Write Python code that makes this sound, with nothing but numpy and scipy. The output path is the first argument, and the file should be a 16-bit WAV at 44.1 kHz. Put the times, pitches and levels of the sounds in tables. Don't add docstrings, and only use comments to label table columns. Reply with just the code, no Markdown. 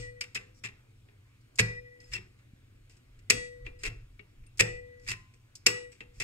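import sys
import numpy as np
from scipy import signal
from scipy.fft import rfft, irfft, next_fast_len
from scipy.io import wavfile
from scipy.ndimage import uniform_filter1d, map_coordinates

SR = 44100
rng = np.random.default_rng(int(sys.argv[2]) if len(sys.argv) > 2 else 0)


def elevation(decibels):
    levels = np.asarray(decibels, float)
    return 10 ** (levels / 20)


def digitize_waveform(pressure):
    field = np.atleast_2d(pressure).T
    bounded = np.clip(field, -1, 1)
    quanta = np.round(bounded * 32767).astype(np.int16)
    wavfile.write(sys.argv[1], SR, quanta)


N = 274743

# start in seconds, blow in dB, thud in dB, ringing in dB,
# time in seconds when the next cam takes up the spring.
DETENTS = [
    (-.064, -12, -46, -35, 0.28),
    (1.5865, -10, -24.5, -35.5, 2.9),
    (3.2997, -11.5, -37, -29, 5.13),
    (4.5926, -10, -29, -35, 5.07),
    (5.6627, -13.5, -42, -29, 5.9),
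]
# delay in seconds, level in dB,
# brightness in dB, panel boom in dB, t60 in seconds.
BOUNCES = [
    [(0, -8, -8, -24, 0.03), (.0035, -3.5, -10.5, -20, 0.045), (.009, -1.5, -10.5, -12.5, 0.028),
     (0.0146, -7.5, -2, -19.5, 0.026), (0.025, -13.5, -20, -19.5, .04)],
    [(0, -2.5, -10.5, -22.5, .023), (.003, 0.5, 3, -9.5, 0.022), (.007, -1.5, -4, -30.5, 0.017),
     (.012, -4.5, -8.5, -23.5, 0.028), (.02, -12.5, -14.5, -27.5, 0.065)],
    [(.001, -8.5, -12.5, -26, 0.037), (.0045, -4.5, -6.5, -20.5, 0.047), (.0115, -0.5, -8.5, -12.5, 0.026),
     (0.015, -5.5, -4, -18.5, .025), (0.025, -13, -19.5, -18, 0.05)],
    [(0, 3, -14, -20, 0.02), (.003, 0, 4.5, -14, 0.022), (.007, 2, -2.5, -24, 0.012),
     (.012, -8.5, -4, -28, 0.036), (.02, -13.5, -11, -29, 0.12)],
]
# start in seconds, level in dB, brightness in dB.
BLADE_BLOWS = [(0.209, -36, 1), (0.212, -34.5, -1.5), (0.221, -49, -5), (0.2388, -41.5, -7),
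               (0.348, -42, 10), (0.351, -37.5, -13), (0.355, -35, -5), (0.3588, -34.5, -10),
               (0.369, -40.5, -10), (0.3733, -40, -13), (0.4105, -53, -7), (0.6369, -43, -11),
               (0.6394, -40, -2), (0.6477, -34, -9.5), (0.655, -44.5, -4), (0.66, -44.5, -11),
               (0.67, -42, -13), (0.687, -47, -13), (1.0853, -61, -17), (2.1345, -43.5, 4),
               (2.138, -36.5, -4.5), (2.144, -38.5, -4), (2.147, -40, -4), (2.154, -36.5, -7),
               (2.1599, -37, -9), (2.166, -37, -13), (2.176, -44, -15), (2.181, -42, -12),
               (3.6646, -40.5, -20.5), (3.691, -60, -13), (3.835, -38, 2), (3.8381, -36, -9),
               (3.848, -35.5, -7), (3.853, -34.5, -5), (3.858, -36.5, -5), (3.865, -35, -5.5),
               (3.872, -37.5, -13), (3.878, -40, -4), (4.1938, -48.5, -30), (5.0773, -41, -2),
               (5.086, -30.5, 0.5), (5.095, -34.5, 1), (5.1044, -34, 1), (5.113, -33, -8), (5.117, -34, -4),
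               (5.126, -37.5, -6), (5.136, -39.5, -16), (6.006, -43, -16), (6.201, -33.5, 0),
               (6.207, -33, -8), (6.215, -37.5, -5), (6.222, -36.5, -3)]
# start in seconds, t60 of its blows in seconds, thud in dB, boom in dB.
TRIPS = [(0.206, 0.047, -26, -31), (.347, 0.043, -19, -22), (.632, 0.046, -18.5, -21),
         (1.085, 0.076, -16, -5.5), (2.133, 0.031, -21, -20.5), (3.664, 0.066, -29, -8),
         (3.834, 0.042, -28, -16), (4.191, 0.061, -11, -9.5), (5.077, 0.037, -20.5, -27),
         (6.005, 0.085, -23, -8), (6.2, 0.053, -43, -14.5)]
# start in seconds, end in seconds, level in dB, brightness in dB.
RUBS = [
    (0.542, 0.599, -77.5, 12),
    (2.043, 2.117, -67, 2),
    (2.116, 2.142, -36.5, -9),
    (3.648, 3.669, -47.5, -20),
    (3.79, 3.843, -53.5, -4),
    (4.415, 4.449, -82, -1.5),
    (5.015, 5.06, -67, 3),
    (5.063, 5.083, -42, -9),
    (6.138, 6.205, -63, 0),
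]
# start in seconds, peak in dB, brightness in dB, t60 in seconds.
SLACK_TICKS = [(1.41, -85, 16.5, .08), (1.5575, -74.5, 28.5, 0.041), (1.576, -55, 2.5, 0.062),
               (2.0037, -60, 0.5, 0.19), (2.0406, -71, -3.3, .05), (2.39, -63, -8, 0.073),
               (2.896, -62.5, 0.5, 0.31), (2.9683, -61.5, -1.5, 0.047), (3.1915, -58, -2, 0.044),
               (3.8999, -47, -19, .055), (4.435, -65, -19.5, .08), (4.465, -58.5, 1, .027),
               (4.574, -55.5, 8, 0.043), (4.581, -57, 10.5, 0.044), (4.997, -65, 0, 0.077),
               (5.338, -58, -3.5, 0.079), (5.5541, -62, 20.5, 0.067), (5.9175, -55, -6.5, 0.26)]
# start in seconds, pitch in Hz, level in
# dB, t60 in seconds.
FLICKED_PARTS = [(-.05, 113, -32, 0.43), (-.05, 288, -44, 0.26), (.4, 504, -58, 0.81),
                 (.545, 5600, -66, 0.6), (1.556, 7100, -47.5, 0.034), (2.002, 5000, -46, 0.019),
                 (2.042, 5100, -53.5, .12), (2.135, 5300, -26, 0.059), (2.151, 2700, -28.5, 0.13),
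                 (2.17, 370, -53.5, 0.42), (3.847, 2680, -35.5, 0.27), (5.105, 2627, -33.5, 0.18),
                 (5.19, 1950, -55, 0.14), (2.967, 8000, -67, 0.087), (3.791, 8300, -61, 0.079),
                 (3.79, 5000, -57, 0.092), (4.193, 2240, -41.5, 0.062), (4.2, 2780, -54, .12),
                 (4.467, 8960, -54, 0.046), (4.472, 2700, -62.5, 0.14), (5.137, 1034, -56, 0.64),
                 (5.921, 5600, -57, 0.1), (5.918, 8050, -57.5, 0.14), (6.023, 489, -57, 0.81),
                 (.211, 2320, -31, 0.086), (.211, 2960, -38, .1), (.211, 4530, -32, .05),
                 (.211, 5000, -31, 0.05), (0.21, 5480, -35, .05), (.356, 2524, -29, .1),
                 (0.351, 5230, -33, 0.08), (.648, 2370, -39, 0.11), (.648, 7400, -39, 0.056),
                 (5.087, 4900, -30, .08), (3.665, 2400, -43, 0.16), (6.006, 2500, -46, 0.11),
                 (5.665, 5080, -24, .04), (5.665, 5670, -28, .04), (2.9, 2770, -64, .07),
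                 (3.19, 2800, -68.5, 0.079), (4.605, 756, -50.5, 0.52)]

SPRING_HZ = [491, 424, 1470]
COILS_HZ = [1954, 1967, 1946]
LOW_PLATE_HZ = [2422, 2498, 2600, 2701, 2895, 3349, 3812, 4253, 4390, 4636, 4867]
HIGH_PLATE_HZ = [5085, 5268, 5464, 5875, 6430, 6543, 6840, 7405, 7822, 7908, 8059, 8350, 8538, 9340]
# t60 in seconds, then level in dB
SPRING_MODES = [(1.26, -3, -3, -4.5, 1.0, -4), (0.21, -3, -5.5, -3, -22, -14),
                (0.38, -21, -19, -38.5, -25, -19.5)]
COIL_MODES = [(1.4, -6.0, 1, -6, -12, -9.5), (2.2, -15.5, -6, -24, -4.5, -24),
              (1.4, -7, -8.5, -13, -10.5, -7.5)]
PLATE_MODES = [(0.6, -13.5, -3, -19, -6.5, -13.5), (0.52, -55.5, -10.0, -47.5, -38, -51),
               (0.21, -32.0, -24.5, -5.5, -9, -25), (0.34, -20, -21.5, -13, -6, -15),
               (0.45, -15, -45, -17.5, -15.5, -9.5), (0.4, -17, -42, -10, -47, -21),
               (0.55, -28, -17.5, -16.5, -41.5, -20), (0.25, -34.5, -8, -15.0, -40.5, -23),
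               (0.55, -19, -26, -17.5, -18.5, -30), (0.4, -32, -22, -15, -43, -21),
               (0.3, -40.0, -24, -35, -33, -24),
               (0.45, -38.5, -18.5, -31.5, -23.5, -45), (0.59, -52, -14, -21.0, -23.5, -49.0),
                (0.25, -30.0, -14.5, -12.5, -37.5, -17), (0.55, -56.0, -32.0, -18.5, -27.5, -56),
                (0.3, -31.0, -16, -16.0, -35.5, -48), (0.4, -51.5, -31.0, -14.5, -25.5, -33),
                (0.3, -26, -31, -34.5, -33.5, -12), (0.4, -35, -49.0, -41.0, -46.0, -33),
                (0.25, -24.0, -34.5, -14.0, -34, -6.5), (0.45, -35.5, -28.5, -13.5, -14, -11),
                (0.51, -55.0, -22, -20.0, -40.5, -28), (0.4, -11.5, -56.5, -19.5, -24, -22),
                (0.3, -42.0, -31, -19.0, -36, -29.5), (0.52, -46.5, -37.5, -21.5, -46.0, -22)]

# pitch in Hz, level in dB, t60 in seconds.
CASE_MODES = [(113, 0.5, 0.38), (160, -9, 0.35), (191.5, -8.5, 0.24), (312, -6.5, 0.049)]
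# pitch in Hz, width in Hz, level in dB.
FRAME = [(1713, 1100, -10.5), (1918, 249, 3), (2505, 220, 1.5), (2700, 80, 7), (3500, 2100, -7.5)]
# pitch in Hz, width in Hz, level in dB.
SHELL = [(4470, 33, -9), (5100, 1100, 5), (5300, 9.7, 8), (6880, 780, -10), (7600, 810, -3.5),
         (8300, 120, 3.5), (8320, 1800, -1), (13300, 4700, -15)]
# pitch in Hz, width in Hz, level in dB.
PANELS = [(244, 320, -3.5), (426, 108, 7.5), (866, 100, -13.5)]
# pitch in Hz, t60 in seconds.
ECHO_T60 = [(300, 0.45), (1800, 0.34), (2600, 0.42), (5000, 0.37), (8000, 0.38), (11000, 0.18),
            (15000, 0.21)]
# pitch in Hz, level in dB.
ECHO_TINT = [(300, 6.5), (1000, 6.5), (2500, -4.5), (5000, -5), (8000, -7.5), (12000, 2)]

# pitch in Hz, level in dB rms.
HUM_LINES = [(100, -69.5), (120, -68.5)]
# pitch in Hz, level in dB per Hz.
AIR = [(35, -71), (60, -24.5), (85, -3.5), (108, -6.5), (153, -19), (250, -17), (315, -17.5), (363, -20),
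       (389, -26.5), (437, -22.5), (882, -33.5), (2090, -27), (4030, -36), (8120, -41.5), (16000, -60.5)]
# pitch in Hz, level in dB per Hz.
GRIP = [(7.1, -38.5), (12, -4), (43, 1.5), (75, -10.5), (108, -4), (130, -8.5), (170, -39), (290, -120)]
# time of the peak in seconds, peak in dB.
JOLTS = [(0, -46), (.38, -79), (.71, -64), (1.659, -43.5), (2.13, -47), (2.381, -72), (2.55, -67),
         (2.782, -56.5), (3.2, -50), (3.38, -47.5), (3.66, -43), (3.891, -37.5), (4.12, -56), (4.42, -49),
         (4.62, -46), (4.74, -46), (5.081, -46.5), (5.86, -65), (6.07, -60), (6.21, -45.5)]
# pitch in Hz, likeness from 0 to 1, lag in radians, left-right in dB.
PORTS = [(120, 0.98, 0, 2), (210, 0.78, 0.73, 0), (337.4, 0.99, 1.28, 1), (470, 0.96, 1.75, 0.5),
         (790, 0.27, 2.5, 1), (1030, 0.39, 1, -1.5), (1535, 0.93, 1.5, -1.5), (2026, 0.57, 3, 1),
         (2330, 0.34, 1.5, 2.5), (5000, 0.28, 2.5, -0.4), (8000, 1, 0.66, 2.1), (14400, 0.47, 0.24, -1.2)]


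def unit(x):
    return x / np.sqrt(np.mean(x ** 2) + 1e-20)


def along(points, hz, col=1):
    rows = np.array(points)
    return np.interp(np.log(hz + 1), np.log(rows[:, 0] + 1), rows[:, col])


def filtered(x, response):
    m = next_fast_len(N + SR // 2)
    return irfft(rfft(x, m) * response(np.fft.rfftfreq(m, 1 / SR)), m)[..., :N]


def resonances(peaks):
    def response(f):
        total = 0
        for k, (hz, width, db) in enumerate(peaks):
            damping = 1j * f * width
            total = total + (-1) ** k * elevation(db) * damping / (hz * hz - f * f + damping)
        return total
    return response


def add(track, s, sound):
    i = round(s * SR)
    part = track[..., max(i, 0):i + sound.shape[-1]]
    part += sound[..., max(-i, 0):][..., :part.shape[-1]]


def ringing(hz, db, t60, t):
    start, rate, shift = rng.uniform(0, 1, 3)
    waver = 0.00016 * hz * np.sin(2 * np.pi * ((6 + 12 * rate) * t + shift))
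    phase = 2 * np.pi * (hz * t + start) + waver + [[0], [np.pi / 2]]
    onset = 1 - np.exp(-t / 0.00038)
    return elevation(db - 60 * t / t60) * np.sin(phase) * onset


def ringing_modes(pitches, modes, detent, db, t):
    return sum(ringing(hz, db + levels[detent], t60, t) for hz, (t60, *levels) in zip(pitches, modes))


def spring_and_plates():
    out = np.zeros((2, N))
    t = np.arange(round(.6 * SR)) / SR
    delays_s = 0.0037, 0.025
    settle_s, coil_settle_db, plate_settle_db = .19, -8.5, -4
    coil_free_s = 0.51
    settled = 1 / (1 + np.exp((settle_s - t) / 0.0034))
    for k, (s, _, _, db, stop) in enumerate(DETENTS):
        unloaded = 1 / (1 + np.exp((t + s - stop) / 0.022))
        apart = 1 / (1 + np.exp((t - coil_free_s) / 0.047))
        spring = ringing_modes(SPRING_HZ, SPRING_MODES, k, db, t)
        coils = elevation(coil_settle_db * settled) * apart * ringing_modes(COILS_HZ, COIL_MODES, k, db, t)
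        plates = ringing_modes(LOW_PLATE_HZ + HIGH_PLATE_HZ, PLATE_MODES, k, db, t)
        plates = elevation(plate_settle_db * settled) * plates
        add(out, s + delays_s[k % 2], unloaded * (spring + coils) + plates)
    return out


def flicked_parts():
    out = np.zeros((2, N))
    t = np.arange(round(.6 * SR)) / SR
    for s, hz, db, t60 in FLICKED_PARTS:
        add(out, s, ringing(hz, db, t60, t))
    return out


def echo(pair):
    out = np.zeros((2, N))
    step = SR // 3
    for i in range(0, N, step):
        hz, t, z = signal.stft(rng.standard_normal((2, SR // 2)), SR, nperseg=256)
        settle_db = -6 / (1 + np.exp((.18 - t) / 0.0076))
        tint_db = along(ECHO_TINT, hz)[:, None]
        decay_db = -60 * t / along(ECHO_T60, hz)[:, None]
        tail = signal.istft(z * elevation(tint_db + decay_db + settle_db), SR, nperseg=256)[1]
        norm = np.linalg.norm(tail[0])
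        add(out, i / SR + 0.0052, signal.fftconvolve(pair[:1, i:i + step], tail / norm, axes=1))
        if i == 0:
            remnant = filtered(tail, resonances(FRAME + SHELL))[:, :SR // 2]
            add(out, -.095, elevation(15.5) * remnant / norm)
    return out


def room():
    z = signal.stft(rng.standard_normal((2, N)), nperseg=512)[2]
    field = uniform_filter1d(rng.standard_normal(z.shape[1:]), 6, 0)
    patches = unit(uniform_filter1d(field, 14, 1))
    pair = signal.istft(z * elevation(1.6 * patches), nperseg=512)[1][:, :N]
    return elevation(-69.5 + 5.5) * unit(filtered(pair, lambda f: elevation(along(AIR, f))))


def hum():
    t = np.arange(N) / SR

    def drift():
        return map_coordinates(rng.standard_normal(40), [t * 5])

    return sum(elevation(db + 5.0 + 1.4 * drift()) * np.sin(2 * np.pi * hz * t + 0.18 * drift())
               for hz, db in HUM_LINES)


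def hand_gain(t):
    rest_db, rise_db_per_s, fall_db_per_s = -66, 220.5, 101.5
    power = elevation(rest_db) ** 2
    for s, db in JOLTS:
        late = t - s
        slope_db = np.where(late < 0, rise_db_per_s * late, -fall_db_per_s * late)
        power = power + elevation(db + slope_db) ** 2
    return np.sqrt(power)


def hand_rumble():
    noise = rng.standard_normal((2, N))
    both, apart = unit(filtered(noise, lambda f: elevation(along(GRIP, f))))
    return hand_gain(np.arange(N) / SR) * (both + elevation(-29) * apart * [[1], [-1]])


def blade_blows():
    hits, thuds = [], []
    drive_db, bright_drive_db = 5, -5
    for s, db, bright_db in BLADE_BLOWS:
        _, t60, thud_db, boom_db = [trip for trip in TRIPS if trip[0] < s + .01][-1]
        hits.append((s, db + drive_db, bright_db + bright_drive_db, boom_db, t60))
        thuds.append((s, db + drive_db + thud_db))
    return hits, thuds


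def slack_blows():
    thud_db, boom_db = -13, -13.5
    hits = [(s, db, bright_db, boom_db, t60) for s, db, bright_db, t60 in SLACK_TICKS]
    thuds = [(s, db + thud_db) for s, db, _, _ in SLACK_TICKS]
    return hits, thuds


def roller_blows():
    hits, thuds = [], []
    thud_delays_s = 0.025, .016
    for k, (s, db, thud_db, _, _) in enumerate(DETENTS):
        if k == 0:
            continue
        for late, step_db, *rest in BOUNCES[k - 1]:
            hits.append((s + late, db + step_db, *rest))
        thuds.append((s + thud_delays_s[k % 2], thud_db))
    return hits, thuds


def all_blows():
    sources = [blade_blows(), slack_blows(), roller_blows()]
    return sum((hits for hits, _ in sources), []), sum((thuds for _, thuds in sources), [])


def contact_pushes(hits):
    low, high, deep = np.zeros((3, N))
    t = np.arange(SR // 8) / SR
    for s, db, bright_db, boom_db, t60 in hits:
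        push = elevation(db - 60 * t / max(t60, .004)) * (1 - np.exp(-t / 0.0003))
        add(low, s - .0008, push)
        add(high, s - .0008, elevation(bright_db) * push)
        add(deep, s, elevation(boom_db) * push)
    for start, end, db, bright_db in RUBS:
        swell = np.linspace(.3, 1, round((end - start) * SR))
        add(low, start, elevation(db) * swell)
        add(high, start, elevation(db + bright_db) * swell)
    return low, high, deep


def dull(f, hz):
    return 1 / (1 + 1j * f / hz) ** 2


def clanks(hits):
    low, high, deep = contact_pushes(hits)
    fine = uniform_filter1d(rng.standard_normal(N), 30) * np.sqrt(30)
    coarse = unit(uniform_filter1d(rng.standard_normal(N), size=130))
    grit = unit(elevation(2.0 * fine + 1.2 * coarse))
    rough = grit * rng.standard_normal((3, 2, N))

    def frame(f):
        return resonances(FRAME)(f) * dull(f, 4420) ** 2 * (1 - dull(f, 1600)) ** 2

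    def shell(f):
        return resonances(SHELL)(f) * dull(f, 21000) * (1 - dull(f, 3100))

    def panels(f):
        return resonances(PANELS)(f) * dull(f, 1400)

    clank = elevation(12) * filtered(low * rough[0], frame)
    clank += elevation(5.0) * filtered(high * rough[1], shell)
    clank += elevation(17.5) * filtered(deep * rough[2], panels)
    return elevation(-1.5) * clank


def case_thuds(thuds):
    impulses = np.zeros(N)
    for s, db in thuds:
        impulses[round(s * SR)] += elevation(db)
    t = np.arange(SR // 2) / SR
    body = sum(elevation(db - 60 * t / t60) * np.sin(2 * np.pi * hz * t) for hz, db, t60 in CASE_MODES)
    body = body * (1 - np.exp(-t / 0.0022))
    return signal.fftconvolve(impulses, body)[:N]


def finger_tap():
    s, db, hz = 2.537, -43, 146
    late = np.arange(N) / SR - s
    return -elevation(db) * np.exp(-(late * hz * 3) ** 2) * np.cos(2 * np.pi * hz * late)


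def ports(pair, blur=1):
    def like(f):
        return np.clip(along(PORTS, f), 0, .97) ** blur

    def tilt(f):
        return elevation(along(PORTS, f, col=3) / 2)

    def to_right(f):
        lag = np.exp(-1j * along(PORTS, f, col=2))
        return np.array([like(f) * lag, np.sqrt(1 - like(f) ** 2)]) / tilt(f)

    left = filtered(pair[0], tilt)
    right = filtered(pair, to_right).sum(axis=0)
    return np.array([left, right])


def scene():
    hits, thuds = all_blows()
    clank = clanks(hits)
    switch = clank + elevation(-12) * echo(clank) + spring_and_plates() + flicked_parts() + case_thuds(thuds)
    bass = hum() + hand_rumble() + finger_tap()
    return ports(switch) + ports(room(), blur=0.77) + bass


def band_limit(x):
    return signal.sosfilt(signal.butter(12, 16500, fs=SR, output="sos"), x)


def record(dry):
    soft = dry / (1 + np.abs(dry / 1.05) ** 4) ** (1 / 4)
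    hiss = elevation(-83.5) * rng.standard_normal(N)
    top_hz = 15780
    mix = filtered(soft + hiss, lambda f: 1 / (1 + (f / top_hz) ** 400))
    return band_limit(mix)


dry = scene()
out = record(dry)
digitize_waveform(out)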